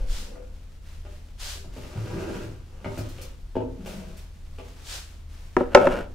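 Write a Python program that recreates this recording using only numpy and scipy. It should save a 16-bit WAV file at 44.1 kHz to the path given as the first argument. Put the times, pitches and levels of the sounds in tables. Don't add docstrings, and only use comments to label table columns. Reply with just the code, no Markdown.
import sys
import numpy as np
from scipy import signal
from scipy.fft import rfft, irfft, next_fast_len
from scipy.io import wavfile

SR = 44100
rng = np.random.default_rng(int(sys.argv[2]) if len(sys.argv) > 2 else 0)


def transcribe(u):
    v = np.clip(np.atleast_2d(u).T, -1, 1)
    q = np.round(v * 32767).astype(np.int16)
    wavfile.write(sys.argv[1], SR, q)


N = 271157
TIME = np.arange(N) / SR


# pitch_hz, level_db
AIR_COLOUR = [(20, 9.5), (30, 5.5), (45, 8), (65, -5.5), (80, -14.5), (110, -8.5), (200, -16.5), (350, -26),
              (550, -28), (1100, -36.5), (3000, -42.5), (8000, -47.5), (15500, -54)]
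AIR_DB = -41.5
# pitch_hz, level_db
HUM = [(27, -50), (78.5, -47.5)]
# start_s, rise_s, hold_s, fall_s, level_db
PUFFS = [(0, .05, 0.049, 0.14, -22), (5.804, 0.204, 0.51, 0.14, -38.5)]
# pitch_hz, t60_s
ROOM = [(100, 0.85), (400, 0.49), (1500, 0.42), (5000, 0.2), (15000, 0.034)]

# start_s, rise_s, hold_s, fall_s, rumble_db, scrape_db
SHIFTS = [(0, .02, 0.013, 0.049, -40, -54.5), (.2, 0.058, 0.18, 0.05, -49, -58),
          (2.9, 0.15, 0.11, .05, -49, -53), (3.22, 0.026, 0.031, 0.031, -50, -65)]
# pitch_hz, width_hz, level_db
HOLLOW = [(234, 103, -6), (505, 80, 0.5), (760, 400, -16.5)]
# pitch_hz, level_db
GRIT_COLOUR = [(400, 7.5), (800, -2.5), (1150, -2.5), (1550, -2), (1900, -13.5), (2700, -5), (3600, -18),
               (6000, -15), (15000, -37.5)]
SCRAPE_POWER = 0.52

# start_s, hold_s, level_db
MOVES = [(0, 0.25, -55.5), (.89, 0.013, -56.5), (1.08, 0.051, -58), (1.767, 0.65, -49), (2.882, .34, -52),
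         (3.88, 0.075, -46.5), (4.07, .1, -56.5), (4.62, 0.47, -56.5), (5.324, 0.11, -56.5)]
MOVE_RISE_S, MOVE_FALL_S, CLOTH_REST_DB = 0.042, 0.067, -58.5
# pitch_hz, level_db
FABRIC_COLOUR = [(300, 4.5), (800, 2), (1600, 1), (3000, 0), (6000, -4), (10000, -10.5), (15500, -16.5)]
# start_s, rise_s, hold_s, fall_s, level_db
SCUFFS = [(0.114, 0.033, 0.05, 0.07, -43), (1.412, 0.02, 0.095, 0.036, -38.5),
          (4.931, 0.07, 0.0089, 0.031, -37)]
# pitch_hz, level_db
SOLE_COLOUR = [(200, -28), (550, -6), (1100, -8), (1500, -4), (2200, -6.5), (3000, -2.5), (4800, -2),
               (7500, -6.5), (11000, -13.5), (15500, -20)]

# start_s, level_db, contact_hz (softness corner),
# lowest_hz (the spot rings weakly below), tick_db
KNOCKS = [(0.356, -34.5, 790, 590, -72), (1.051, -42.5, 1600, 444, -44), (1.555, -38, 880, 605, -44.5),
          (1.644, -33.5, 435, 228, -65), (1.764, -30.5, 690, 223, -40), (1.835, -43, 1474, 296, -41),
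          (2.169, -31.5, 1590, 900, -57), (2.345, -41, 2500, 300, -33.5), (2.845, -29.5, 2200, 116, -35),
          (2.974, -29.5, 1320, 102.5, -39), (3.184, -45.5, 2980, 790, -37), (3.860, -40.5, 2220, 400, -32),
          (4.585, -39.5, 1560, 282, -36.5)]
# pitch_hz, level_db, t60_s
SHELF_MODES = [(110, 5.5, 0.12), (167.4, 1.5, 0.033), (257.5, -3.5, 0.093), (377, -2.5, 0.19),
               (530, -3.5, 0.034), (629, 2, 0.046), (870, -4, 0.055), (908, -2, 0.042), (1252, -7, 0.13),
               (1305, -9, 0.058), (1444, 5, 0.015), (1995, 3, 0.013), (2350, -0.5, 0.032), (2900, -9, .03)]
# pitch_hz, level_db
TICK_COLOUR = [(500, 20.5), (1500, -12), (2800, 7.5), (4000, -6.5), (6000, -12), (9000, -17.5),
               (15500, -59)]
TICK_DECAY_S = 0.012
SETTLE_S, SETTLE_DB, SETTLE_SOFTNESS = 0.012, 6.5, 0.47
SPOT_DB, SPOT_DETUNE = 1, 0.027

# start_s, rise_s, hold_s, fall_s, rumble_db, scrape_db
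DRAWER = [(2.28, 0.28, 0.013, .14, -31.5, -42.5)]
# pitch_hz, width_hz, level_db
RUNNERS = [(101, 39, -1), (171, 50, -3), (247, 60, -3.5), (340.3, 28, 5), (384, 31, -2.5), (492, 80, -9),
           (588, 46, -11), (1160, 650, -27.5), (1570, 130, -22)]
JOSTLE_DB, JOSTLE_SPREAD_DB, JOSTLE_CONTACT_HZ, JOSTLE_LOWEST_HZ = -38, 2, 1500, 400
# start_s, level_db
JOLTS = [(1.956, -10.5), (2.132, -15.5), (2.415, -20), (2.49, -23)]
JOLT_CONTACT_HZ = 73
# start_s, level_db, decay_s
CRACKLES = [(2.978, -41, 0.03), (3.087, -47, 0.025), (3.214, -41, 0.033), (3.402, -64, 0.02),
            (3.859, -46.5, 0.075), (4.168, -49, 0.042)]
# pitch_hz, level_db
WRAPPER_COLOUR = [(1000, 1.5), (3000, 6.5), (6000, 5.5), (10000, 1.5), (14000, -1.5)]
# start_s, level_db, contact_hz, lowest_hz, tick_db
SHUT = [(3.554, -26, 794, 220, -39), (3.565, -18, 475, 167, -38), (3.575, -34, 400, 100, -63),
        (3.605, -35.5, 1100, 600, -46)]
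# pitch_hz, level_db, t60_s
BOX_MODES = [(109, 4, 0.1), (161, -14, 0.24), (254.6, 1.5, 0.16), (360, 4, 0.079), (480, 10, 0.052),
             (647, 2, 0.086), (879, 6.5, 0.075), (1320, -11, 0.093), (1527, 4, 0.019), (2500, -21, 0.062)]
# start_s, rise_s, hold_s, fall_s, rumble_db, scrape_db
DRAG = [(3.86, .08, 0.2, 0.071, -41.5, -53.5)]
# pitch_hz, width_hz, level_db
DRONE = [(177.4, 38, -4.5), (358, 41, -15), (491, 97, -21), (636, 27, -13.5)]

# start_s, tub_db, board_db, contact_hz, click_db
LANDINGS = [(5.5665, -9, -30, 2100, -19), (5.6065, -11, -15, 560, -40), (5.7482, -8, 0, 1900, 3),
            (5.7722, -15, -13, 1900, -22), (5.870, -12, -19, 2300, -22)]
# pitch_hz, level_db, t60_s
TUB_MODES = [(174, -13, 0.073), (252, -9.5, 0.18), (363.6, 0, 0.069), (481, -14.5, 0.41), (627, -13, 0.12),
             (758, -10, 0.097), (957, -2.5, 0.035), (1280, 0, 0.018), (1734, -0.5, 0.017),
             (2260, -1.5, 0.005), (3200, -20, 0.016)]
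# pitch_hz, level_db, t60_s
BOARD_MODES = [(237, -48, 0.23), (389.4, -9, 0.14), (496, 2.5, 0.055), (575.3, 4.5, 0.082),
               (772, 5.5, 0.029), (872, 4.5, 0.033), (1048, -6, 0.049), (1298.4, -10, 0.13),
               (1410, 5.5, 0.019), (1556, 0.5, 0.024), (1790, -15, 0.053), (2168, -13, 0.088),
               (2280, 0.5, 0.015), (2660, -6, 0.036), (3440, -11, 0.024), (4600, -32, .015)]
# pitch_hz, level_db
CLICK_COLOUR = [(700, -6), (1500, 0), (2800, -2), (3800, -5), (5200, -2), (7000, -5), (9000, -13),
                (12000, -23), (15500, -32)]
EAR_LAG_MS = 0.052
# left_ms, right_ms, level_db
NEARBY = [(3.05, 2.15, -12), (5.65, 4.8, -15)]
# start_s, rise_s, hold_s, fall_s, level_db
PUSHES = [(5.578, 0.0037, 0.0055, 0.066, -36.5), (5.78, 0.049, 0.17, 0.07, -29)]
# pitch_hz, level_db
RUB_COLOUR = [(100, -8), (260, -9), (580, -10), (750, -13), (1100, -21.5), (1450, -14), (2000, -27.5),
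              (2800, -24.5), (3800, -36.5), (6500, -41.5), (10000, -46.5), (15500, -55)]
# catch_s, level_db
JUDDERS = [(5.865, -15), (5.95, -27.5)]
JUDDER_HZ = 582
JUDDER_SWELL_S, JUDDER_STOP_S = 0.032, 0.014
TOP_HZ = 15600


def undb(db):
    return 10 ** (np.asarray(db) / 20)


def unit(x):
    return x / np.sqrt(np.mean(x ** 2))


def filtered(x, response):
    size = next_fast_len(x.shape[-1] + 4096)
    hz = np.maximum(np.fft.rfftfreq(size, 1 / SR), 1)
    return irfft(rfft(x, size) * response(hz), size)[..., :x.shape[-1]]


def delayed(x, ms):
    return filtered(x, lambda hz: np.exp(-2j * np.pi * hz * ms / 1000))


def colour(x, points):
    f, db = np.transpose(points)

    def response(hz):
        return undb(np.interp(np.log(hz), np.log(f), db)) * np.minimum(hz / f[0], 1) ** 2

    return unit(filtered(x, response))


def ear_noise(size, alike_hz=420, treble_likeness=0.085):
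    def likeness(hz):
        bass_part = (.97 - treble_likeness) / (1 + (hz / alike_hz) ** 2)
        return np.clip(treble_likeness + bass_part, 0, 1)

    mid, side = rng.standard_normal((2, size))
    mid = filtered(mid, lambda hz: np.sqrt(1 + likeness(hz)))
    side = filtered(side, lambda hz: np.sqrt(1 - likeness(hz)))
    return (mid + np.array([side, -side])) / np.sqrt(2)


def grains(rate, spread_db):
    size = undb(spread_db * np.minimum(rng.exponential(size=N), 4))
    happens = rng.random(N) < rate / SR
    return unit(happens * size * rng.standard_normal(N))


def waver(rate, depth_db):
    knots = rng.standard_normal(1024)
    return undb(depth_db * np.interp(TIME * rate, np.arange(len(knots)), knots))


def stroke(s, rise_s, hold_s, fall_s):
    before = np.minimum(TIME - s, 0)
    after = np.maximum(TIME - s - hold_s, 0)
    return np.exp(-(before / rise_s) ** 2 - (after / fall_s) ** 2)


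def strokes(movements):
    return sum(undb(db) * stroke(*timing) for *timing, db in movements)


def add(track, s, x):
    start = max(int(s * SR), 0)
    x = x[..., :N - start]
    track[..., start:start + x.shape[-1]] += x


def struck(modes, contact_hz, lowest_hz=1):
    hz, db, t60 = np.transpose(modes)[:, :, None]
    t = TIME[:SR // 2]
    stiffness = 1 / np.sqrt(1 + (lowest_hz / hz) ** 4)
    softness = 1 / (1 + (hz / contact_hz) ** 2)
    gain = undb(db) * stiffness * softness
    sign = (-1) ** np.arange(len(hz))[:, None]
    decay = np.exp(-np.log(1000) * t / t60)
    ring = np.sum(sign * gain * np.sin(2 * np.pi * hz * t) * decay, axis=0)
    return ring * (1 - np.exp(-2 * np.pi * contact_hz * t))


def spot(modes):
    chance = rng.standard_normal((len(modes), 2))
    return [(hz * (1 + SPOT_DETUNE * a), db + SPOT_DB * b, t60)
            for (hz, db, t60), (a, b) in zip(modes, chance)]


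def burst(points, decay_s):
    t = TIME[:SR // 4]
    return colour(rng.standard_normal(len(t)), points) * np.exp(-t / decay_s)


def lingering(gain, t60_s=0.4):
    keep = np.exp(-2 * np.log(1000) / (t60_s * SR))
    return np.sqrt(signal.lfilter([1 - keep], [1, -keep], gain ** 2))


def rustle(gain, points, direct_db, room_db):
    direct = colour(grains(rate=3000, spread_db=-1.0), points) * gain
    wash = colour(ear_noise(N), points) * lingering(gain)
    return undb(direct_db) * direct + undb(room_db) * wash


def room(x, gap_s=0.0036):
    t = TIME[:int(SR * .8)]
    noise = ear_noise(len(t))
    f, t60 = np.transpose(ROOM)
    response = 0
    for share, decay in zip(np.eye(len(f)), t60):
        fade = np.exp(-np.log(1000) * t / decay) * (1 - np.exp(-(t / gap_s) ** 2))
        band = filtered(noise, lambda hz: np.interp(np.log(hz), np.log(f), share))
        response = response + band * fade / np.linalg.norm(fade)
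    return signal.fftconvolve(x[None], response, axes=1)[:, :N]


def kitchen_air():
    return colour(ear_noise(N), AIR_COLOUR) * undb(AIR_DB) * waver(rate=4.0, depth_db=0.5)


def fridge_hum():
    hum = 0
    for hz, db in HUM:
        tone = np.sqrt(2) * np.sin(2 * np.pi * hz * TIME)
        hum = hum + undb(db) * tone * waver(rate=7, depth_db=2.5)
    return hum


def air_puffs(draught_hz=28):
    noise = rng.standard_normal(N)
    draught = unit(filtered(noise, lambda hz: hz / (1 + (hz / draught_hz) ** 4)))
    return draught * strokes(PUFFS)


def slide(pulls, resonances):
    slips, rumble = grains(rate=300, spread_db=-1.0), 0
    for f, width, db in resonances:
        panel = filtered(slips, lambda hz: (1 + 1j * (hz / f - f / hz) * f / width) ** -2)
        rumble = rumble + undb(db) * panel * waver(rate=14, depth_db=3)
    rumble = unit(rumble)
    scrape = colour(grains(rate=900, spread_db=0.0), GRIT_COLOUR) * waver(rate=15, depth_db=0.5)
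    out = 0
    for *timing, rumble_db, scrape_db in pulls:
        speed = stroke(*timing)
        out = out + undb(rumble_db) * rumble * speed
        out = out + undb(scrape_db) * scrape * speed ** SCRAPE_POWER
    return out


def clothes():
    moves = [(s, MOVE_RISE_S, hold_s, MOVE_FALL_S, db) for s, hold_s, db in MOVES]
    creasing = (undb(CLOTH_REST_DB) + strokes(moves)) * waver(rate=35, depth_db=1.9)
    return rustle(creasing, FABRIC_COLOUR, direct_db=-8.5, room_db=-5.5)


def slippers():
    out = 0
    for *timing, db in SCUFFS:
        out = out + rustle(undb(db) * stroke(*timing), SOLE_COLOUR, direct_db=-6.0, room_db=1)
    return out


def shelf_knocks():
    out = np.zeros(N)
    for s, db, contact_hz, lowest_hz, tick_db in KNOCKS:
        modes = spot(SHELF_MODES)
        rim = struck(modes, contact_hz, lowest_hz)
        base = struck(modes, SETTLE_SOFTNESS * contact_hz, lowest_hz)
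        add(out, s, undb(db) * rim)
        add(out, s, undb(tick_db) * burst(TICK_COLOUR, TICK_DECAY_S))
        add(out, s + SETTLE_S, undb(db + SETTLE_DB) * base)
    return out


def drawer_jostle(count=16):
    s, rise_s, hold_s, fall_s = DRAWER[0][:4]
    speed, out = stroke(s, rise_s, hold_s, fall_s), np.zeros(N)
    for _ in range(count):
        at = rng.uniform(s - 1.5 * rise_s, s + hold_s + fall_s)
        strength = undb(JOSTLE_DB + JOSTLE_SPREAD_DB * rng.standard_normal())
        strength = strength * speed[int(at * SR)] ** SCRAPE_POWER
        add(out, at, strength * struck(spot(SHELF_MODES), JOSTLE_CONTACT_HZ, JOSTLE_LOWEST_HZ))
    return out


def drawer_jolts():
    out = np.zeros(N)
    for s, db in JOLTS:
        add(out, s, undb(db) * struck(SHELF_MODES, JOLT_CONTACT_HZ))
    return out


def wrappers():
    out = np.zeros(N)
    for s, db, decay_s in CRACKLES:
        add(out, s, undb(db) * burst(WRAPPER_COLOUR, decay_s))
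    return out


def drawer_shut():
    out = np.zeros(N)
    for s, db, contact_hz, lowest_hz, tick_db in SHUT:
        add(out, s, undb(db) * struck(BOX_MODES, contact_hz, lowest_hz))
        add(out, s, undb(tick_db) * burst(TICK_COLOUR, TICK_DECAY_S))
    return out


def tub_landings():
    out = np.zeros((2, N))
    click = colour(signal.unit_impulse(512, 24), CLICK_COLOUR)
    click = click / click.max()
    for s, tub_db, board_db, contact_hz, click_db in LANDINGS:
        tub = undb(tub_db) * struck(TUB_MODES, contact_hz)
        board = undb(board_db) * struck(BOARD_MODES, contact_hz)
        blow = tub + board
        add(blow, 0, -undb(click_db) * click)
        add(out, s, np.array([blow, delayed(blow, EAR_LAG_MS)]))
    return out


def tub_push(overtone_db=-22):
    phase = 2 * np.pi * np.cumsum(JUDDER_HZ * waver(rate=110, depth_db=0.58)) / SR
    judder = unit(np.sin(phase) + undb(overtone_db) * np.sin(2 * phase))
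    judder = judder * waver(rate=120, depth_db=-1.0)
    swell = 0
    for s, db in JUDDERS:
        rise_or_stop = np.minimum((TIME - s) / JUDDER_SWELL_S, (s - TIME) / JUDDER_STOP_S)
        swell = swell + undb(db) * np.exp(rise_or_stop)
    rub = colour(grains(rate=1800, spread_db=-1.5), RUB_COLOUR)
    return judder * swell + rub * strokes(PUSHES)


def counter_echoes(board):
    out = 0
    for left_ms, right_ms, db in NEARBY:
        out = out + undb(db) * np.array([delayed(board[0], left_ms), delayed(board[1], right_ms)])
    return out


def scene(fridge_direct_db=-5.0, fridge_room_db=-1.5, board_room_db=-10, left_db=.5):
    fridge = slide(SHIFTS, HOLLOW) + shelf_knocks()
    fridge = fridge + slide(DRAWER, RUNNERS) + drawer_jostle() + drawer_jolts()
    fridge = fridge + wrappers() + drawer_shut() + slide(DRAG, DRONE)
    board = tub_landings() + tub_push()
    direct = undb(fridge_direct_db) * fridge + board + counter_echoes(board)
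    echo = room(undb(fridge_room_db) * fridge + undb(board_room_db) * board[0])
    person = clothes() + slippers()
    background = kitchen_air() + fridge_hum() + air_puffs()
    balance = undb([[left_db], [-left_db]])
    return (direct + echo + person + background) * balance


def record(dry):
    flattened = dry / (1 + dry ** 16) ** (1 / 16)
    low_pass = signal.ellip(10, .1, 70, TOP_HZ, fs=SR, output="sos")
    return signal.sosfilt(low_pass, flattened)


dry = scene()
out = record(dry)
transcribe(out)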